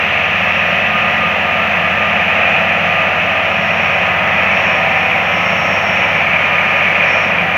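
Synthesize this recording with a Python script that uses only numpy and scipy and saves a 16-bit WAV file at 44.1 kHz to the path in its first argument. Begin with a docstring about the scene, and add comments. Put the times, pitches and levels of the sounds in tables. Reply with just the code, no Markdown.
"""A rail grinding train creeps along an embankment at night, some tens of metres away.
From the start its diesel rattles and whines, a generator and the spindle motors hum, and the stones
roar on the rail under a faint fizz of sparks. Thin squeals come and go; at 2.5 s a stone bites and the
rail sings out. A second bite at 5 s leads into the longest squeal, while the diesel races and its turbo
spools up. Near 7 s the stones bear down hardest, with one more squeal and then a last bite."""
import sys
import numpy as np
from scipy import signal
from scipy.fft import rfft, irfft, next_fast_len
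from scipy.io import wavfile
from scipy.ndimage import uniform_filter1d, minimum_filter1d

SR = 44100
rng = np.random.default_rng(int(sys.argv[2]) if len(sys.argv) > 2 else 0)


def dump_mix(stems):
    """Bounce the given channels to the path in sys.argv[1] as a 16-bit WAV at rate SR."""
    frames = np.atleast_2d(stems).T  # one column per channel
    limited = np.clip(frames, -1, 1)  # hard clip at full scale
    pcm = np.round(limited * 32767).astype(np.int16)
    wavfile.write(sys.argv[1], SR, pcm)


N = 333837
T = np.arange(N) / SR

# diesel speed: (time [s], working cycles [1/s])
ENGINE_SPEED = [(0, 15.68), (.25, 15.68), (.6, 15.745), (1.26, 15.7), (1.85, 15.535), (2.3, 15.545),
                (2.78, 15.61), (3.22, 15.53), (3.72, 15.86), (4.1, 15.8), (4.95, 15.84), (5.48, 16.22),
                (5.8, 16.13), (6.3, 15.81), (6.75, 15.66), (7.07, 15.75), (7.57, 15.62)]
# the diesel's standout harmonics: (multiple of the cycle rate, level [dB])
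ENGINE_HARMONICS = [(3, -61), (4, -55.5), (6, -35.5), (12, -41.5), (18, -49), (28, -51.5), (31, -39.5),
                    (34, -39), (36, -38.5), (40, -35.5), (43, -44), (44, -33), (59, -38.5), (70, -45.5),
                    (115, -40.5)]
# whines that swell once as the train creeps by:
# multiple of the cycle rate -> (resting level [dB], middle [s], half length [s], rise [dB])
ENGINE_WHINES = {9: (-46.5, 5.5, 2, 7), 42: (-37, 3.5, 3, 9.5), 45: (-37.5, 2.6, 1.8, 4.5),
                 46: (-39.5, 2, 2.2, 10), 48: (-34, 5, 0.4, 8), 50: (-37.5, 3.5, 2, 4),
                 60: (-44.5, 6, 1.7, 6.5), 63: (-42.5, 5.5, 2, 9), 69: (-46.5, 5, 1.5, 9),
                 80: (-38, 5, 1, 6.5), 86: (-37.5, 2, 1.5, 6.5)}
GEAR_MULTIPLE = 78  # of the cycle rate


def amp(db):
    """Decibels to gain."""
    return 10 ** (np.asarray(db) / 20)


def unit(x):
    """Scales to rms 1."""
    return x / np.sqrt(np.mean(abs(x) ** 2) + 1e-20)


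def curve(rows):
    """A time table as an automation curve, one value a sample."""
    return np.interp(T, *np.transpose(rows))


def read(points, hz):
    """Reads a spectrum table on a log-frequency axis."""
    f, value = np.transpose(points)
    return np.interp(np.log(hz + 1), np.log(f + 1), value)


def noise(spectrum):
    """Noise of rms 1, coloured by the given spectrum."""
    size = next_fast_len(N)
    eq = amp(read(spectrum, np.fft.rfftfreq(size, 1 / SR)))
    return unit(irfft(rfft(rng.standard_normal(N), size) * eq)[:N])


def drift(rate_hz, size=2048):
    """Slow random modulation of rms 1, with little faster than rate_hz."""
    hz = np.fft.rfftfreq(size, T[-1] / size)
    slow = irfft(rfft(rng.standard_normal(size)) / (1 + (hz / rate_hz) ** 2))
    return np.interp(T, np.linspace(0, T[-1], size), unit(slow))


def swell(rest_db, middle_s, half_s, rise_db):
    """Gain that rises from its resting level, holds, and sinks back."""
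    return amp(rest_db + rise_db * np.exp(-((T - middle_s) / half_s) ** 4))


def angle(hz):
    """Phase of something that turns hz times a second."""
    return 2 * np.pi * np.cumsum(hz * np.ones(N)) / SR


def tone(phase, scatter, rate_hz):
    """A wavering tone of rms near 1: direct sound plus a share, scatter, that comes by shifting paths."""
    phase = (phase + rng.uniform(0, 2 * np.pi)) % (2 * np.pi)
    in_phase = np.sqrt(2 * (1 - scatter)) + np.sqrt(scatter) * drift(rate_hz)
    return in_phase * np.cos(phase) + np.sqrt(scatter) * drift(rate_hz) * np.sin(phase)


def resonate(x, hz, width_hz):
    """A two-pole resonance that follows the curve hz."""
    turn = np.exp(1j * angle(hz))
    r = np.exp(-np.pi * width_hz / SR)
    return (turn * signal.lfilter([(1 - r) ** 2], [1, -2 * r, r * r], x / turn)).real


def overspeed(rated_cycles_per_s=15.7):
    """Percent by which the diesel runs above its rated speed."""
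    return 100 * (curve(ENGINE_SPEED) / rated_cycles_per_s - 1)


def whistle():
    """A faint, unsteady high whistle swells and recedes."""
    gain = swell(rest_db=-68.5, middle_s=3.5, half_s=3, rise_db=4.5)
    return gain * tone(angle(6850 + 8 * drift(.6)), scatter=.9, rate_hz=20)


def sparks():
    """Countless tiny sparks merge into a smooth, faint fizz."""
    # colour of the fizz: (frequency [Hz], relative level [dB])
    fizz = [(5000, -15), (7000, -4.5), (7800, -9.5), (8600, 0.5), (9700, -26), (11000, -5.5), (12800, 3.5),
            (14200, 0.5), (15600, 4.5)]
    return amp(-50.5 + .5 * drift(.7)) * noise(fizz)


def motors(spindle):
    """A bed of hum: the steady generator and the spindle motors that it feeds."""
    # generator partials: (frequency [Hz], level [dB])
    partials = [(47, -65.5), (62.6, -60), (78.3, -43.5), (109.6, -48), (156.5, -40.5), (199, -43)]
    generator = sum(amp(db) * tone(angle(hz), scatter=.075, rate_hz=1) for hz, db in partials)
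    spindle_gain = swell(rest_db=-35, middle_s=5, half_s=1, rise_db=4)
    return generator + spindle_gain * tone(spindle, scatter=.24, rate_hz=5.5)


def air_rush(cycle, approach_db_per_s=.3633):
    """Exhaust and cooling air throb with the engine and grow as the train comes nearer."""
    # colour of the rush: (frequency [Hz], relative level [dB])
    rush = [(20, -48.5), (35, -38.5), (55, -27), (90, -20.5), (115, -13.5), (150, -9), (190, -1),
            (250, -11), (350, -13), (450, -10.5), (560, 0.5), (720, -1.5), (900, -7), (1400, -6),
            (2200, -16), (4000, -53)]
    throb = 1 + .1 * np.cos(cycle) + .15 * np.cos(2 * cycle) + .15 * np.cos(4 * cycle)
    return amp(-23.5 + approach_db_per_s * T) * noise(rush) * throb


def fan(cycle, belt_ratio=13.58):
    """The belt-driven cooling fan drones at a pitch tied to the engine."""
    gain = swell(rest_db=-43, middle_s=2.1, half_s=2, rise_db=8.5)
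    return gain * tone(belt_ratio * cycle, scatter=.18, rate_hz=2.2)


def turbo(hz_per_percent=45):
    """The turbocharger sings, fading in and out a little, and spools up when the diesel races."""
    hz = 1946 + hz_per_percent * np.maximum(overspeed(), 0) + 9 * drift(2.5)
    return amp(-27.3 + 1.6 * drift(2.5)) * tone(angle(hz), scatter=.25, rate_hz=9)


def clatter(cycle, size=4096, count=290):
    """Every working cycle repeats the same rattle; shifting paths slowly recolour it."""
    # colour of the rattle: (frequency [Hz], level per harmonic [dB])
    colour = [(45, -66), (120, -48), (170, -46), (300, -57), (420, -55), (560, -42.5), (740, -39),
              (860, -42.5), (1300, -44.5), (1550, -46.5), (1780, -40), (2050, -45), (2500, -38.5),
              (2900, -48.5), (3500, -61.5), (4500, -91.5)]
    multiple = np.arange(1, count)
    gain = amp(read(colour, multiple * curve(ENGINE_SPEED).mean()))
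    voiced_apart = [GEAR_MULTIPLE, *ENGINE_WHINES, *(k for k, _ in ENGINE_HARMONICS)]
    gain[np.isin(multiple, [1, 2, *voiced_apart])] = 0
    place = (cycle / (2 * np.pi) % 1) * size

    def rattle():
        harmonics = gain * np.exp(2j * np.pi * rng.random(count - 1))
        one_cycle = irfft(np.r_[0, harmonics], size) * size / np.sqrt(2)
        return np.interp(place, np.arange(size + 1), np.r_[one_cycle, one_cycle[0]])
    return .85 * rattle() + .4 * (drift(1) * rattle() + drift(1) * rattle())


def diesel(cycle, firing_multiple=6):
    """The firing note and those below hold steady; higher ones and clatter follow the load; whines swell."""
    load = amp(-.06 + .13 * overspeed())
    engine = load * clatter(cycle)
    for k, db in ENGINE_HARMONICS:
        if k <= firing_multiple:
            engine += amp(db) * tone(k * cycle, scatter=.012, rate_hz=1.5)
        else:
            engine += load * amp(db - .7) * tone(k * cycle, scatter=.27, rate_hz=1.2)
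    for k, shape in ENGINE_WHINES.items():
        engine += swell(*shape) * tone(k * cycle, scatter=.22, rate_hz=5)
    return engine


def gears(cycle):
    """The gear whine, locked to the engine, surges and falls back."""
    # fader ride of the whine: (time [s], level [dB])
    ride = [(0, -33.5), (1, -22.5), (1.9, -27), (2.8, -28.5), (4.1, -29), (4.9, -27.5), (5.2, -38),
            (5.6, -27), (6.1, -33.5), (6.5, -26.5), (7.57, -32)]
    return amp(curve(ride)) * tone(GEAR_MULTIPLE * cycle, scatter=.25, rate_hz=9)


def squeal(spindle, pitch_hz=5503):
    """Now and then one stone sings at its own pitch, chopped by the spindle into a row of sidebands."""
    # squeals, each one arch of level: (start [s], length [s], top level [dB])
    squeals = [(.33, .5, -51.5), (.9, .32, -55), (3.42, 0.74, -48.5), (4.2, 0.3, -53), (4.47, 0.39, -45.5),
               (4.86, 0.33, -48), (5.14, 1.12, -41.5), (6.6, .34, -53), (7.02, 0.31, -43)]
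    # partials one spindle hum apart, from one step below the pitch: (relative level [dB])
    partials = [-14, 0, -13, -12, -11, -14, -15, -18]
    # hiss around the squeal: (frequency [Hz], relative level [dB])
    hiss = [(3500, -30), (5100, -5), (5500, 3), (6200, -4), (7500, -20), (9000, -40.5)]
    envelope = np.zeros(N)
    for start, length, db in squeals:
        progress = np.clip((T - start) / length, 0, 1)
        envelope += amp(db) * np.sin(np.pi * progress) ** .65
    phase = angle(pitch_hz + 5 * drift(12))
    song = sum(amp(db) * tone(phase + step * spindle, scatter=.22, rate_hz=28)
               for step, db in enumerate(partials, start=-1))
    return envelope * (song + amp(-6) * noise(hiss))


def bites():
    """A stone digs in for a moment and one mode of the rail sings out of the roar."""
    # metallic accents: (time [s], pitch [Hz], top level [dB], half length [s])
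    accents = [(2.5, 2425, -21.5, 0.12), (5.05, 2444, -20, .06), (7.52, 2410, -19.5, 0.059)]
    return sum(amp(db) * np.exp(-((T - time) / half) ** 2) * tone(angle(hz), scatter=.21, rate_hz=15)
               for time, hz, db, half in accents)


def grinding(cycle, edge_fade_db_per_s=1):
    """Grit scrapes the rail and sets it ringing; the harder the stones press, the more ring stands out."""
    # how hard the stones bear on the rail: (time [s], level [dB])
    pressure = [(0, -16), (.5, -16), (1.5, -17.5), (2.6, -16.5), (3.3, -16.5), (3.55, -17.5), (4, -17),
                (4.2, -19.3), (4.4, -16), (5, -16.5), (5.25, -17.5), (5.9, -18), (6.2, -16), (6.8, -15),
                (7.05, -13.5), (7.35, -17.5), (7.57, -18.5)]
    # centre of the rail's ring: (time [s], frequency [Hz])
    ring_centre = [(0, 2576), (2.6, 2550), (6.2, 2402), (7.57, 2395)]
    # broad body of the scrape: (frequency [Hz], relative level [dB])
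    scrape = [(500, -46.5), (1200, -7), (1550, -6), (1780, 3), (1890, -0.5), (2150, 1.5), (2600, -0.5),
              (2950, -3.5), (3250, -12.5), (3700, -22.5), (4300, -26.5), (4900, -30), (6100, -28.5),
              (6800, -39.5), (7600, -49.5), (10000, -73.5)]
    # gritty top edge, which turns away as the train moves on: (frequency [Hz], relative level [dB])
    grit = [(2300, -41), (3000, 3.5), (3700, -6), (4300, -17), (5200, -30.5), (8000, -59)]
    contact_db = curve(pressure) + .3 * drift(5.5) + .2 * np.cos(cycle)  # uneven rail, engine shake
    tilt_db = .45 * (contact_db - contact_db.mean())
    ring = amp(-3 + tilt_db) * unit(resonate(noise(scrape), curve(ring_centre), width_hz=420))
    edge = amp(-34.5 - edge_fade_db_per_s * T) * noise(grit)
    body = amp(-2 - tilt_db) * noise(scrape)
    return amp(contact_db) * (body + ring) + edge


def scene():
    """The whole machine in mono; the engine's cycle and the spindle hum follow the diesel's speed."""
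    cycle = angle(curve(ENGINE_SPEED))
    spindle = angle(173.7 + .7 * overspeed())
    machinery = diesel(cycle) + gears(cycle) + air_rush(cycle) + fan(cycle) + turbo() + motors(spindle)
    return (machinery + grinding(cycle) + bites() + squeal(spindle) + whistle() + sparks())[None]


def record(dry, ceiling=.96, cutoff_hz=15750):
    """A smooth limiter holds the rare peaks just under full scale; a steep low-pass trims the top."""
    needed_gain = np.minimum(1, ceiling / (abs(dry) + 1e-9))
    held_gain = minimum_filter1d(needed_gain, size=257)
    gain = uniform_filter1d(uniform_filter1d(held_gain, size=129), size=129)
    lowpass = signal.firwin(801, cutoff_hz, window=("kaiser", 9), fs=SR)
    return signal.oaconvolve(dry * gain, lowpass[None], "same")


dry = scene()
out = record(dry)
dump_mix(out)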